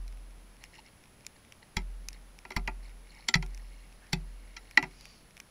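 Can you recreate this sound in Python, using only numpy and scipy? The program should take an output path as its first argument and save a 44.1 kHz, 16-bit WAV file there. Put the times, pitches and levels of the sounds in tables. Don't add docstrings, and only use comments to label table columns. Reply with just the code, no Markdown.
import sys
import numpy as np
from scipy import signal
from scipy.fft import rfft, irfft
from scipy.io import wavfile

SR = 44100
rng = np.random.default_rng(int(sys.argv[2]) if len(sys.argv) > 2 else 0)


def output_pcm(signal):
    pcm = np.clip(np.atleast_2d(signal).T, -1, 1) * 32767
    wavfile.write(sys.argv[1], SR, np.round(pcm).astype(np.int16))


N = 242550
TIME = np.arange(N) / SR
BLOW_S, TICK_S, CUTOFF_HZ = .25, .05, 15600

# frequency in Hz, relative level in dB.
AIR_SPECTRUM = [(20, -0.5), (45, 0), (100, -2.5), (180, -2.5), (350, -9), (700, -11.5), (1500, -15),
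                (2200, -15.5), (3500, -20), (5500, -21.5), (8000, -27.5), (9500, -27), (12000, -31),
                (15000, -31.5)]
# frequency in Hz, width in Hz, gain in dB.
HISS_BANDS = [(10190, 220, 6), (13100, 300, -8.5), (15160, 780, -14.5)]
CLOTH_BANDS = [(2450, 630, -7), (4700, 190, 1.5), (5550, 450, -6.5), (6900, 710, -14)]
SNOW_MODES = [(860, 160, -5), (1937, 220, -1.5), (2193, 140, 1.5), (2800, 180, -4.5), (3770, 76, -12),
              (4245, 300, -4), (5300, 400, -9), (7140, 600, -16.5)]
CLICK_MODES = [(2370, 320, 1), (3780, 440, -5.5), (5490, 570, -1.5), (7540, 130, -16), (9400, 9200, -12)]
# centre in seconds, length in seconds, level in dB.
SNOW_SCUFFS = [(0.638, 0.034, -55.5), (0.753, 0.024, -52), (0.792, .014, -47), (0.867, 0.026, -57),
               (1.363, .0075, -58), (1.628, 0.0098, -57.5), (2.15, 0.03, -57), (2.867, .1, -63),
               (3.173, 0.12, -58.5), (3.67, 0.43, -65.5), (4.666, 0.54, -64.5)]
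# time in seconds, peak level in dB, pitch in Hz.
CHIP_LANDINGS = [(0.0798, -41, 4140), (0.6391, -33, 2260), (1.266, -27, 7000), (1.5229, -37, 2690),
                 (2.0861, -23, 6070), (2.13, -38.5, 5440), (2.389, -35, 2300), (3.463, -40, 3700),
                 (3.5471, -38.5, 6030), (3.576, -41, 2450), (4.7112, -38, 2260), (5.01, -39, 4660),
                 (5.055, -33.5, 2610), (5.3684, -38.5, 2250), (5.3775, -37, 2240), (5.4012, -30, 2250)]
# start in seconds, sway in dB, thump in dB, thump pitch in Hz.
SHEET_JOLTS = [(1.768, -31.5, -34.5, 186.5), (2.565, -30.5, -33.5, 184.6), (2.677, -49, -44, 167),
               (3.354, -30, -21, 169), (4.132, -34.5, -24, 173.7), (4.774, -58.5, -31, 303.4),
               (4.828, -47, -37.5, 165.7)]
# ratio to the thump pitch, T60 in seconds, gain in dB.
SHEET_MODES = [(0.86, 0.27, -6.5), (0.98, 0.1, 1.5), (0.98, 0.31, -12.5)]
# start in seconds, gain in dB.
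HEAD_STRIKES = [(3.3402, -14), (4.7748, -6)]
# frequency in Hz, T60 in seconds, gain in dB.
HEAD_MODES = [(860, 0.076, -21), (1936, 0.025, 1.5), (1965, 0.076, -11), (4180, 0.027, -12)]
# frequency in Hz, width in Hz, gain in dB.
RATTLE_MODES = [(228.6, 18, 10), (310, 40, -1), (376.5, 16, 13)]
KNOCK_MODES = [(636, 46.2, -5.5), (732.5, 17, 3), (837.5, 46.5, 6.5), (961, 69, 4), (1197, 45, -3)]
RING_MODES = [(1361, 30, -2.5), (1610, 165, -10), (2018, 123, 1.5), (2415, 170, -3.5), (2494, 47, -6),
              (2704, 110, -7.5)]
CRACK_MODES = [(3100, 76, 5.5), (3394, 70, 5.5), (3917, 85, 6), (4430, 130, 6), (4700, 121, 4.5),
               (5450, 450, 3), (6200, 860, -6), (7110, 280, -1)]
SPRAY_MODES = [(8760, 918, -5.5), (11700, 1223, -7.5), (14040, 3300, -22.5)]
# gain in dB, share of the cut, share of the weight.
GROUP_RESPONSE = [(-12.5, 0.23, 0.81), (-7, -.15, 0.48), (0, 0.097, 0), (-6, 0.98, 0), (-23, 0.75, 0.74)]
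# start in seconds, release in seconds, base level in dB,
# cut in dB (how keenly it splits the ice), weight in dB (how hard it loads the sheet).
BLOWS = [(1.7654, 0.0038, -38.5, 4.5, 4), (2.4495, 0.0053, -52, -8.5, 5), (2.5031, 0.0057, -49, -2.5, 9.5),
         (2.516, 0.007, -51.5, -1, 0), (2.562, 0.0081, -37.5, 0.5, 6.5), (2.674, 0.0089, -37.5, -7.5, 3),
         (3.2814, 0.0086, -36.5, 10, -3), (3.3375, .005, -31.5, 7, -12), (3.351, 0.008, -38, 2, 3),
         (3.423, 0.0051, -49, 0.5, 5), (4.1266, 0.0058, -38.5, 8.5, 5), (4.563, .014, -50.5, 4.5, -9),
         (4.7724, 0.0046, -28, -3, -5), (4.825, 0.0066, -41, -6.5, 5.5), (4.8355, 0.0089, -44.5, -9.5, -14)]


def from_db(db):
    return 10 ** (np.asarray(db) / 20)


def rms_one(x):
    return x / np.sqrt(np.mean(x ** 2) + 1e-20)


def add(out, s, sound):
    i = max(round(s * SR), 0)
    out[i:i + len(sound)] += sound[:N - i]


def swell(s, length):
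    return np.exp(-2 * ((TIME - s) / length) ** 2)


def ring(t, hz, t60):
    return np.sin(2 * np.pi * hz * t) * from_db(-60 * t / t60)


def resonate(x, modes):
    out = 0
    for k, (hz, width, db) in enumerate(modes):
        r = np.exp(-np.pi * width / SR)
        poles = [1, -2 * r * np.cos(2 * np.pi * hz / SR), r * r]
        gain = (-1) ** k * from_db(db) * (1 - r * r) / 2
        out = out + gain * signal.lfilter([1, 0, -1], poles, x + 1e-18)
    return out


def body(force, modes, margin=1.162):
    edges = [modes[0][0] / margin, min(modes[-1][0] * margin, CUTOFF_HZ)]
    return signal.sosfilt(signal.butter(2, edges, "band", fs=SR, output="sos"), resonate(force, modes))


def struck(modes, spread_db=2, detune=.015):
    chance = rng.standard_normal((len(modes), 2))
    return [(hz * (1 + detune * a), width, db + spread_db * b)
            for (hz, width, db), (a, b) in zip(modes, chance)]


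def grains(count, per_s, spread_db):
    impulses = (rng.random(count) < per_s / SR) * rng.choice([-1, 1], count)
    return rms_one(impulses * from_db(spread_db * np.minimum(rng.exponential(1, count), 3.5)))


def burst(envelope, passes=3):
    x = envelope * rng.standard_normal(len(envelope))
    for _ in range(passes):
        spectrum = rfft(x)
        x = irfft(spectrum / (np.abs(spectrum) + 1e-12), len(x)) * np.sqrt(envelope)
    return rms_one(x) * np.sqrt(np.mean(envelope ** 2))


def background(air_db=-59.5, hiss_db=-74, whine_db=-72, whine_hz=10645.3):
    hz, db = np.transpose(AIR_SPECTRUM)
    colour = from_db(np.interp(np.log(np.fft.rfftfreq(N, 1 / SR) + 1), np.log(hz), db))
    air = from_db(air_db) * rms_one(irfft(rfft(rng.standard_normal(N)) * colour, N))
    hiss = from_db(hiss_db) * rms_one(resonate(rng.standard_normal(N), HISS_BANDS))
    return air + hiss + from_db(whine_db) * rms_one(np.sin(2 * np.pi * whine_hz * TIME))


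def jacket(centre_s=5.07, length_s=.19, db=-59.5, slowing_per_s=0.34):
    speed = 1 - slowing_per_s * np.clip(TIME - centre_s, -length_s, length_s)
    rubbing = resonate(rng.standard_normal(2 * N), CLOTH_BANDS)
    gliding = rms_one(np.interp(np.cumsum(speed), np.arange(2 * N), rubbing))
    return from_db(db) * swell(centre_s, length_s) * gliding


def swing(centre_s=4.05, length_s=0.06, db=-61, hz=1750, width_hz=260):
    whoosh = rms_one(resonate(rng.standard_normal(N), [(hz, width_hz, 0)]))
    return from_db(db) * swell(centre_s, length_s) * whoosh


def scuffs(coarse_per_s=90, fine_per_s=2000, spread_db=3.0, fine_db=-9):
    crunch = 0
    for mode in SNOW_MODES:
        coarse = grains(N, coarse_per_s, spread_db)
        fine = from_db(fine_db) * grains(N, fine_per_s, spread_db)
        crunch = crunch + body(coarse + fine, [mode])
    pressure = sum(from_db(db) * swell(s, length) for s, length, db in SNOW_SCUFFS)
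    return pressure * rms_one(crunch)


def strays(per_s=3, db=-48, spread_db=1.5, hz=2260, pitch_spread=0.048):
    moments = np.flatnonzero(rng.random(N) < per_s / SR) / SR
    chance = rng.standard_normal((len(moments), 2))
    return [(s, db - spread_db * a, hz * np.exp(pitch_spread * b)) for s, (a, b) in zip(moments, chance)]


def chips(rise_s=.0007, contact_s=0.00164, settle_db=-27, settle_s=.005, click_db=-4.5,
          broad_width_hz=900, broad_db=-10, tink_width_hz=160, tink_db=-7):
    out, t = np.zeros(N), np.arange(int(TICK_S * SR)) / SR
    onset = np.minimum(t / rise_s, 1)
    for s, db, hz in [*CHIP_LANDINGS, *strays()]:
        touch = burst(onset * np.exp(-t / contact_s))
        touch += from_db(settle_db) * onset * np.exp(-t / settle_s) * rng.standard_normal(len(t))
        tink = resonate(touch, [(hz, broad_width_hz, broad_db)])
        tink += resonate(touch, [(hz, tink_width_hz, tink_db)])
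        click = from_db(click_db) * resonate(touch, struck(CLICK_MODES))
        top_hz = min(5.4 * hz, 10900)
        tick = signal.sosfilt(signal.butter(2, top_hz, fs=SR, output="sos"), tink + click)
        add(out, s - rise_s, from_db(db) * tick / np.abs(tick).max())
    return out


def stand(sway_hz=42.3, sway_t60=1.63, shudder_hz=76, shudder_t60=0.058, rise_s=0.0012, cushioning=0.89):
    out = -from_db(-34) * ring(TIME, sway_hz, sway_t60)
    for s, sway_db, thump_db, _ in SHEET_JOLTS:
        t = np.maximum(TIME - s, 0)
        shudder_db = sway_db + 3.5 - cushioning * (thump_db - sway_db)
        sway = from_db(sway_db) * ring(t, sway_hz, sway_t60)
        shudder = from_db(shudder_db) * ring(t, shudder_hz, shudder_t60)
        out -= (sway + shudder) * (1 - np.exp(-t / rise_s))
    return out


def thumps(yield_s=0.0036, floor_hz=102):
    out = np.zeros(N)
    radiation = signal.butter(2, floor_hz, "high", fs=SR, output="sos")
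    for s, _, thump_db, thump_hz in SHEET_JOLTS:
        t = np.maximum(TIME - s, 0)
        sheet = sum(from_db(db) * ring(t, ratio * thump_hz, t60) for ratio, t60, db in SHEET_MODES)
        out += from_db(thump_db) * signal.sosfilt(radiation, sheet + 1e-18) * (1 - np.exp(-t / yield_s))
    return out


def clanks(rise_s=0.00097):
    out, t = np.zeros(N), np.arange(int(BLOW_S * SR)) / SR
    head = sum(from_db(db) * ring(t, hz, t60) for hz, t60, db in HEAD_MODES) * (1 - np.exp(-t / rise_s))
    for s, db in HEAD_STRIKES:
        add(out, s, from_db(db) * head)
    return out


def chops(graze_s=.0035, graze_db=-27, crumble_db=-14, crumble_s=0.016, debris_db=-34, debris_s=0.01):
    out, t = np.zeros(N), np.arange(int(BLOW_S * SR)) / SR - graze_s
    groups = (RATTLE_MODES, KNOCK_MODES, RING_MODES, CRACK_MODES, SPRAY_MODES)
    level_scale = np.sqrt(.05 / BLOW_S)
    for s, release_s, level_db, cut_db, weight_db in BLOWS:
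        build_s = .0022 * 2 ** (cut_db / 8.5)
        build = np.clip(t / build_s, 0, 1)
        graze = from_db(graze_db + cut_db + weight_db)
        release = np.exp(-np.maximum(t - build_s, 0) / release_s)
        crush = burst(np.maximum(build, graze) * release)
        crumbs = build * grains(len(t), per_s=4000, spread_db=8.0)
        crumble = from_db(crumble_db + .4 * weight_db)
        for modes, (group_db, cut_share, weight_share) in zip(groups, GROUP_RESPONSE):
            db = level_db + group_db + cut_share * cut_db + weight_share * weight_db
            age = t * (modes[0][0] / RING_MODES[0][0]) ** 0.3
            settling = crumble * np.exp(-age / crumble_s) + from_db(debris_db) * np.exp(-age / debris_s)
            sound = rms_one(body(crush + settling * crumbs, struck(modes)))
            add(out, s - graze_s, from_db(db) * sound * level_scale)
    return out


def scene():
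    hatchet = chops() + clanks() + thumps() + stand()
    return (hatchet + chips() + scuffs() + jacket() + swing() + background())[None]


def record(dry):
    return signal.sosfilt(signal.ellip(10, .1, 80, CUTOFF_HZ, fs=SR, output="sos"), dry)


dry = scene()
out = record(dry)
output_pcm(out)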